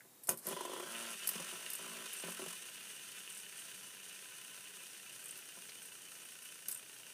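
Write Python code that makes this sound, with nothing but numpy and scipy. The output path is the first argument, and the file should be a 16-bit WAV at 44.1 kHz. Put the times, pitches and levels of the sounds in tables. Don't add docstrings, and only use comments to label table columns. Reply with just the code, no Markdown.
import sys
import numpy as np
from scipy import signal
from scipy.fft import rfft, irfft
from scipy.io import wavfile
from scipy.ndimage import uniform_filter1d, map_coordinates

SR = 44100
rng = np.random.default_rng(int(sys.argv[2]) if len(sys.argv) > 2 else 0)


def pcm_store(signal):
    levels = np.round(np.clip(np.atleast_2d(signal), -1, 1) * 32767)
    wavfile.write(sys.argv[1], SR, levels.astype(np.int16).T)


N = 314433
TIME = np.arange(N) / SR

# (time [s], speed [turns/s])
SPIN = [(0, 11.9), (1, 11.45), (2.87, 10.76), (4.8, 10.285), (7.13, 9.725)]
# (start [s], knocks [count], knock rate [1/s], bearing rattle [dB], table drumming [dB],
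# change of the body's rattle at the last knock [dB])
WOBBLES = [(0.86, 33, 115, -46.5, -48, 6), (1.221, 15, 45, -47, -56, -5), (1.551, 7, 55, -51, -56, 12.5),
           (1.787, 16, 55.6, -48.5, -52, 7), (2.122, 11, 40.6, -48, -65, 3),
           (2.391, 7, 44.3, -46.5, -61, 2)]
# (frequency [Hz], width [Hz], level [dB])
TABLE_MODES = [(183.4, 27, 2), (225.2, 16, 1.5), (293, 47, -6), (389, 30, 4), (457, 140, -6), (547, 39, -1),
               (613, 26, -2), (665, 49, -2.5), (865, 126, -9.5), (1005, 33, -1), (1145, 81, -10.5),
               (1343, 97, -8.5), (1466, 160, -12), (1930, 460, -17)]
# (frequency [Hz], width [Hz], level [dB])
BODY_MODES = [(399, 55, -6), (1020, 35, -6.5), (1269, 214, -9), (1571, 200, -4), (1807, 106, 0),
              (2090, 610, -7.5), (2475, 64, 2.5), (2714, 84, 2), (2977, 70, 5.5), (3227, 180, -3.5),
              (3654, 163, -4), (4000, 160, -10), (4534, 99, -8)]
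# (frequency [Hz], width [Hz], level [dB])
STEEL_MODES = [(7150, 210, 4.5), (8140, 160, 15), (8360, 380, 7.5), (8840, 190, 18), (11200, 610, -8)]
# (frequency [Hz], density [dB per Hz])
HISS_SPECTRUM = [(300, -17.5), (2500, -5.5), (4400, -2.5), (5300, -2), (6000, 3.5), (6900, 0), (7750, -3),
                 (8300, 6), (9200, 5), (10500, 1.5), (12000, -2.5), (13500, -10.5), (15000, -5.5)]
# (frequency [Hz], density [dB per Hz])
CLACK_SPECTRUM = [(200, -9), (1500, 4.5), (3500, -9.5), (5000, 2), (7500, 3), (9500, 7.5), (11000, 5.5),
                  (12500, -5), (13800, -3), (15200, -2)]
# (frequency [Hz], density [dB per Hz])
CRACK_SPECTRUM = [(200, -17), (800, -15), (1500, -10.5), (3500, -14), (5000, -3), (7500, -9.5), (9500, 0.5),
                  (11000, 7.5), (12500, 6), (13800, -0.5), (15200, -1)]
# (frequency [Hz], density [dB per Hz])
THROB_SPECTRUM = [(200, 1.5), (700, -7.5), (1400, -3), (2000, -7), (2800, -3), (4500, -11), (9000, -0.5)]
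# (frequency [Hz], density [dB per Hz])
DRUMMING_SPECTRUM = [(140, -10), (225, -1.5), (400, -1.5), (600, 1.5), (750, -1), (1050, 3.5), (1450, 11),
                     (2500, -1), (8000, 4)]
# (frequency [Hz], density [dB per Hz])
KNOCK_SPECTRUM = [(110, -18.5), (180, 1.5), (240, 0), (420, 3.5), (620, 3), (1000, 6), (1400, 1.5),
                  (1750, 5), (2500, -7), (6000, -11.5)]
# (frequency [Hz], density [dB per Hz])
SLAP_SPECTRUM = [(150, -0.5), (1000, -12), (2000, -10), (3000, -10), (4100, -23), (5100, -8), (6400, 4),
                 (7700, -3), (9500, 9), (11000, 3), (12500, 0), (15000, 1)]
# (frequency [Hz], density [dB per Hz])
ROOM_TONE_SPECTRUM = [(25, 2), (60, -8), (98, -8), (122, 8.5), (160, 1.5), (270, 4.5), (420, 4.5),
                      (700, 0.5), (1500, -5), (5000, -7), (9000, -1), (15000, -2.5)]
# (frequency [Hz], density [dB per Hz])
TICK_SPECTRUM = [(1200, -12), (2500, 0), (5500, -1), (8500, -12)]
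# (start [s], contacts [count], gap [s], level [dB],
# change per contact [dB], share of the first contact that rings in the steel [0-1])
RATTLES = [(0.235, 2, 0.013, -45.5, -6, 0.35), (0.271, 2, 0.0083, -38, -5, 0.45),
           (0.302, 4, 0.008, -32, -4.5, 0.06), (.341, 1, .01, -52, 0, 0.8),
           (0.3735, 2, 0.013, -42.5, -2.5, 0.17), (0.468, 2, 0.018, -32, -2, 0.06),
           (1.2735, 2, 0.0032, -24, -6, 0.06), (1.29, 2, 0.0027, -26.5, -1, 0.04),
           (1.701, 2, 0.032, -32.5, -2.5, 0.2), (1.752, 1, .01, -35, 0, 0.4),
           (2.131, 3, 0.006, -38, -4.5, 0.22), (2.166, 3, 0.018, -43, -1, .9),
           (2.305, 2, 0.033, -45, -9, 0.4), (3.298, 5, 0.025, -45.5, 0, 0.67),
           (3.572, 2, 0.021, -46.5, 2.5, 0.8), (5.194, 2, 0.045, -48.5, 3.5, 0.6),
           (5.256, 3, 0.026, -42.5, -0.5, 0.75), (5.374, 2, 0.013, -45, -7, 0.1),
           (5.825, 2, 0.03, -46, 0.5, 0.64), (6.25, 1, .01, -49, 0, 0.8), (6.426, 2, 0.024, -49.5, -1, 0.3),
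           (6.683, 2, 0.0014, -31.5, 1.5, 0.14), (6.6883, 2, 0.0089, -42, -1, 0.1),
           (6.712, 2, 0.0031, -38, 2, 0.25), (6.723, 1, .01, -35.5, 0, 0.8),
           (6.7457, 2, 0.027, -37, -8, 0.7)]
# (level [dB], decay [ms])
CONTACT_DECAY = [(-45, 8.0), (-35, 5), (-27, 2.6), (-18, 1.8)]
# (time [s], level [dB], contact length [ms])
THUMPS = [(.05, -60.5, 6.6), (0.281, -48.5, 6), (0.2869, -33, 10.7), (0.307, -38.5, 14), (0.33, -47, 13.4),
          (.455, -51, 14.5), (.471, -41, 17.7), (.493, -46, 6.8), (.508, -39, 11.6), (.523, -36.5, 6.9),
          (0.5642, -37.5, 9.9), (.587, -44.5, 11), (.607, -34.5, 6.8), (0.631, -47, 6.7),
          (0.65, -34.5, 7.9), (0.676, -44, 7.5), (0.695, -40.5, 6.6), (0.716, -42.5, 11), (0.732, -37, 7.5),
          (0.762, -41, 25), (0.797, -36.5, 7.8), (0.825, -41, 13), (1.353, -44.5, 11.2), (1.396, -44, 16.3),
          (1.526, -48.5, 13.2), (1.57, -59, 8.7), (2.2367, -41.5, 9.9), (2.26, -49.5, 12),
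          (2.2826, -41, 10.4), (2.305, -56, 14), (2.3932, -42, 8), (2.4168, -43, 14), (2.438, -54, 9.2),
          (2.461, -46, 14.5), (2.528, -63, 9.4), (5.571, -54, 9.5), (6.683, -53, 4.7)]
# (time [s], level [dB])
LANDING = [(.2895, -35), (.2913, -17.5), (.2946, -25)]
# (frequency [Hz], width [Hz], level [dB])
TAP_MODE = [(1770, 200, 0)]
# (frequency [Hz], width [Hz], level [dB])
THUD_MODES = [(90, 22, -7), (122, 25, 0)]
# (frequency [Hz], change [dB])
HELD_TILT = [(200, -12), (390, 3), (650, -2.5), (1000, 3.5), (1900, 4)]

RING_DB, HISS_DB = -58.5, -55.5
FRESH_RING_DB, FRESH_HISS_DB, SETTLE_S = 8.5, 7, 3.36
GRIP_RING_DB, GRIP_HISS_DB, LET_GO_S = -5, -5, (0.78, 0.95)
SEATED_S, SEATED_DB = 6.8, -1.5
THROB_BELOW, THROB_GROWTH = 11.45, 0.42
THROB_AT_S = 4.8003
RIPPLE_DEPTH, CAGE_DEPTH, CAGE_SWELLS_PER_TURN = .14, .1, .7
WAVER_MS, WAVER_PER_S = 0.336, 24
RUMBLE_DB = -19
BUILD_DB, BUILD_S, SAG_DB_PER_S = -9.5, 0.074, 9.5
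KNOCK_SCATTER_DB, DRUM_GRIT_DB = 1.2, -5
PUSH_DB, RELEASE_MS = -5.5, 3.0
REBOUND_SHARE, REBOUND_DB = 0.549, -9
HELD_S, HELD_WIDTH_HZ = (.555, .86), 40
STEEL_PER_CONTACT = 0.036
# full pressure from s to s, level, and slopes before and after
FLICK_S, FLICK_DB = (0.46, 0.522), -47.5
FLICK_RISE_DB_PER_S, FLICK_FALL_DB_PER_S = 319, 270.0
THUD_DB, ROOM_TONE_DB, HUM_DB = -53.5, -61.5, -78
TAP, TICK = (0.0048, -55), (5.692, -45.5)  # (time [s], level [dB])
THIN_TONE_HZ, THIN_TONE_DB = 3770, -81
TOP_HZ = 15400


def bearing():
    speed = speed_at(TIME)
    arms = 3 * np.cumsum(speed) / SR
    arms -= arms[int(THROB_AT_S * SR)]
    gripped = np.interp(TIME, LET_GO_S, [1, 0])
    fresh = np.exp(-np.maximum(TIME - LET_GO_S[1], 0) / SETTLE_S)
    ring_db = RING_DB + FRESH_RING_DB * fresh + GRIP_RING_DB * gripped
    hiss_db = HISS_DB + FRESH_HISS_DB * fresh + GRIP_HISS_DB * gripped + SEATED_DB * (TIME > SEATED_S)

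    swells = [(.02, 1), (.36, .1), (.68, .18)]
    throb = sum(size * beat(arms - lag, rise=.08, fall=.07) ** 2 for lag, size in swells)
    depth = np.clip(THROB_GROWTH * (THROB_BELOW - speed), 0, 1)
    hiss_depth = np.clip(0.25 * depth, 0, 1)

    strength = undb(ring_db + 0.08 * walk(21))
    arm_ripple = RIPPLE_DEPTH * np.cos(2 * np.pi * 3 * (arms - .1))
    cage_swell = CAGE_DEPTH * np.cos(2 * np.pi * CAGE_SWELLS_PER_TURN * arms / 3)
    roughness = grit(spread_db=5.0) * undb(1.25 * walk(180))
    rolling = strength * np.sqrt(1 - depth) * (1 + arm_ripple + cage_swell) * roughness

    double_tick = sum(taps(arms + lead + .012 * walk(30), width=.002) for lead in (.1, .03))
    double_tick = double_tick * undb(.8 * walk(30))
    contact = undb(-6.5) * np.sqrt(throb) * grit(spread_db=2) + undb(-10.5) * double_tick
    pressing = colour(strength * np.sqrt(depth) * contact, THROB_SPECTRUM)
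    hiss = np.sqrt(1 - hiss_depth + hiss_depth * throb) * grit(spread_db=2.0) * undb(1.27 * walk(110))

    stiff_modes = [(1.13 * hz, 2.6 * width, db) for hz, width, db in BODY_MODES]
    free_ring = np.sqrt(1 - gripped) * ring(rolling + pressing, BODY_MODES)
    whirr = free_ring + np.sqrt(gripped) * ring(rolling, stiff_modes)
    read_at = (TIME + WAVER_MS / 1000 * walk(WAVER_PER_S)) * SR
    whirr = map_coordinates(whirr, [read_at], mode="nearest")
    spinning = np.clip((TIME - .46) / 0.034, 0, 1)
    rumble = undb(RUMBLE_DB) * ring(rolling + pressing, TABLE_MODES)
    return spinning * (whirr + rumble + colour(hiss * undb(hiss_db), HISS_SPECTRUM))


def wobble():
    balls, body, drumming = 0, 0, 0
    rough = grit(spread_db=1.0)
    for start, count, rate, rattle_db, drum_db, last_db in WOBBLES:
        age = np.maximum(TIME - start, 0)
        cycles = age * rate
        bout = (age > 0) * (cycles < round(count)) * undb(-SAG_DB_PER_S * age)
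        knocks = beat(cycles, rise=.2, fall=.18)
        rattle = bout * knocks * undb(rattle_db + BUILD_DB * np.exp(-age / BUILD_S))
        balls = balls + rattle
        body = body + rattle * np.where(cycles > round(count) - 1, undb(last_db), 1)
        pushes = undb(-12) * taps(cycles, width=rate / 10000)
        gritty = undb(DRUM_GRIT_DB) * np.sqrt(knocks) * rough
        drumming = drumming + bout * undb(drum_db) * (pushes + gritty)
    chatter = undb(KNOCK_SCATTER_DB * walk(50)) * grit(spread_db=2)
    force = colour(drumming * undb(0.73 * walk(52.5)), DRUMMING_SPECTRUM)
    in_bearing = undb(-2.0) * colour(balls * chatter, CLACK_SPECTRUM)
    return in_bearing + undb(-7.5) * ring(body * rough, BODY_MODES) + ring(force, TABLE_MODES)


def thumps():
    power, push = np.zeros(N), np.zeros(N)
    ms = TIME[:SR // 10] * 1000
    for at, db, length_ms in THUMPS:
        first = int(at * SR)
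        release = np.exp(-np.maximum(ms - length_ms, 0) / RELEASE_MS)
        contact = (undb(db) * np.minimum(ms, 1) * release) ** 2
        power[first:first + len(ms)] += contact
        impulse = np.sqrt(contact.sum())
        push[first + int(.0015 * SR)] = impulse
        push[first + int(REBOUND_SHARE * length_ms / 1000 * SR)] += undb(REBOUND_DB) * impulse
    chatter = np.sqrt(power) * grit(spread_db=1.0)
    soft_push = signal.sosfilt(signal.butter(2, 1400, fs=SR, output="sos"), push)
    rubbing = undb(-53.5) * held() * grit(spread_db=0.5)
    mixed = undb(PUSH_DB) * soft_push + undb(-4.5) * chatter + rubbing
    force = undb(-7.0) * colour(mixed, KNOCK_SPECTRUM)
    free = ring(force, TABLE_MODES, sign=1)
    tilt = np.transpose(HELD_TILT)
    pressed_modes = [(hz, width + HELD_WIDTH_HZ, db + np.interp(hz, *tilt)) for hz, width, db in TABLE_MODES]
    damped = ring(force, pressed_modes, sign=1)
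    damped = undb(-1.5) * signal.sosfilt(signal.butter(2, 330, "high", fs=SR, output="sos"), damped)
    table = (1 - held()) * free + held() * damped
    return table + undb(-14.0) * ring(chatter, BODY_MODES) + undb(-11.0) * colour(chatter, CLACK_SPECTRUM)


def landing():
    power = sum(blow(at, db, contact_decay_ms(db), rise_ms=.3) for at, db in LANDING)
    weight = np.zeros(N)
    weight[int(LANDING[0][0] * SR)] = undb(THUD_DB) * np.sqrt(SR / 100)
    return colour(np.sqrt(power) * grit(spread_db=1.0), SLAP_SPECTRUM), ring(weight, THUD_MODES)


def clicks():
    crack, steel = 0, 0
    for start, count, gap, first_db, step_db, first_share in RATTLES:
        for k in range(round(count)):
            db = first_db + k * step_db
            share = np.clip(first_share + k * STEEL_PER_CONTACT, 0, 1)
            power = blow(start + k * gap, db, contact_decay_ms(db), rise_ms=0.3)
            crack = crack + (1 - share) * power
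            steel = steel + share * power
    bright = colour(np.sqrt(crack) * grit(spread_db=2), CRACK_SPECTRUM)
    return bright + ring(np.sqrt(steel) * rng.standard_normal(N), STEEL_MODES)


def flick():
    early = np.maximum(FLICK_S[0] - TIME, 0)
    late = np.maximum(TIME - FLICK_S[1], 0)
    pressure = undb(FLICK_DB - FLICK_RISE_DB_PER_S * early - FLICK_FALL_DB_PER_S * late)
    scrape = pressure * grit(spread_db=1.5)
    return colour(scrape, CLACK_SPECTRUM) + undb(-19.0) * ring(scrape, BODY_MODES)


def tap():
    return ring(np.sqrt(blow(*TAP, decay_ms=4.7, rise_ms=1.5)) * grit(spread_db=3.5), TAP_MODE)


def plastic_tick():
    return colour(np.sqrt(blow(*TICK, decay_ms=4.5, rise_ms=1)) * grit(spread_db=1.5), TICK_SPECTRUM)


def hum():
    phase = 2 * np.pi * 18 * np.cumsum(speed_at(TIME)) / SR
    swell = np.interp(TIME, [2.4, 2.7, 4.4, 5.2], [0, 1, 1, 0])
    return swell * undb(HUM_DB + 2 * walk(5.6)) * np.sqrt(2) * np.sin(phase)


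def thin_tone():
    swell = np.interp(TIME, [.03, .12, .24, .29], [0, 1, 1, 0])
    return swell * undb(THIN_TONE_DB) * np.sqrt(2) * np.sin(2 * np.pi * THIN_TONE_HZ * TIME)


def room(x, t60, wet_db, bass_t60, bass_db):
    t = TIME[:SR // 2]
    tail, boom = (rng.standard_normal(len(t)) * np.exp(-np.log(1000) * t / s) * (t > .003)
                  for s in (t60, bass_t60))
    bass = signal.sosfilt(signal.butter(2, 300, fs=SR, output="sos"), x)
    return x + undb(wet_db) * through(x, tail) + undb(bass_db) * through(bass, boom)


def room_tone():
    return colour(rng.standard_normal(N) * undb(ROOM_TONE_DB + .5 * walk(4.74)), ROOM_TONE_SPECTRUM)


def speed_at(t):
    return np.interp(t, *np.transpose(SPIN))


def held():
    return uniform_filter1d(1. * (TIME > HELD_S[0]) * (TIME < HELD_S[1]), size=441)


def contact_decay_ms(db):
    return np.interp(db, *np.transpose(CONTACT_DECAY))


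def blow(at, db, decay_ms, rise_ms):
    power, first = np.zeros(N), int(at * SR)
    ms = TIME[:len(power[first:first + SR // 8])] * 1000
    shape = (1 - np.exp(-ms / rise_ms)) * np.exp(-ms / decay_ms)
    power[first:first + len(ms)] = (undb(db) * shape / shape.max()) ** 2
    return power


def beat(cycles, rise, fall):
    phase = cycles % 1
    swell = (1 - np.exp(-phase / rise)) * np.exp(-phase / fall)
    return swell / np.sqrt(np.mean(swell ** 2))


def taps(cycles, width):
    push = np.exp(-((cycles % 1 - .15) / width) ** 2)
    return (push - push.mean()) / push.std()


def grit(spread_db):
    uneven = np.repeat(rng.standard_normal(N // 8 + 1), 8)[:N]
    x = rng.standard_normal(N) * undb(spread_db * uneven)
    return x / x.std()


def walk(rate):
    k = int(SR / rate)
    steps = np.repeat(rng.standard_normal(N // k + 1), k)
    return np.sqrt(2) * uniform_filter1d(uniform_filter1d(steps, k), k)[:N]


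def ring(x, modes, sign=-1):
    t = TIME[:SR // 5]
    response = 0
    for k, (hz, width, db) in enumerate(modes):
        decay = np.exp(-np.pi * width * t)
        response = response + sign ** k * undb(db) * width * decay * np.sin(2 * np.pi * hz * t)
    return through(x, response)


def colour(x, points, size=4096):
    hz, db = np.transpose(points)
    bins = np.arange(size // 2 + 1) * SR / size
    gain = undb(np.interp(np.log(bins + 1), np.log(hz), db))
    cepstrum = irfft(np.log(gain))
    cepstrum[1:size // 2] *= 2
    return through(x, irfft(np.exp(rfft(cepstrum[:size // 2], size))))


def through(x, response):
    return signal.fftconvolve(x, response / np.sqrt(np.sum(response ** 2)))[:N]


def undb(db):
    return 10 ** (np.asarray(db) / 20)


def scene():
    slap, thud = landing()
    dry_toy = slap + bearing() + wobble() + thumps() + clicks() + flick() + tap() + plastic_tick()
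    toy = room(dry_toy, t60=0.13, wet_db=-9.0, bass_t60=0.45, bass_db=-7.0)
    toy = signal.sosfilt(signal.butter(6, 145, "high", fs=SR, output="sos"), toy)
    return (undb(-1.5) * toy + thud + hum() + thin_tone() + room_tone())[None]


def record(dry):
    thin = signal.sosfilt(signal.butter(2, 90, "high", fs=SR, output="sos"), dry)
    return signal.sosfilt(signal.ellip(10, .2, 70, TOP_HZ, fs=SR, output="sos"), thin)


dry = scene()
out = record(dry)
pcm_store(out)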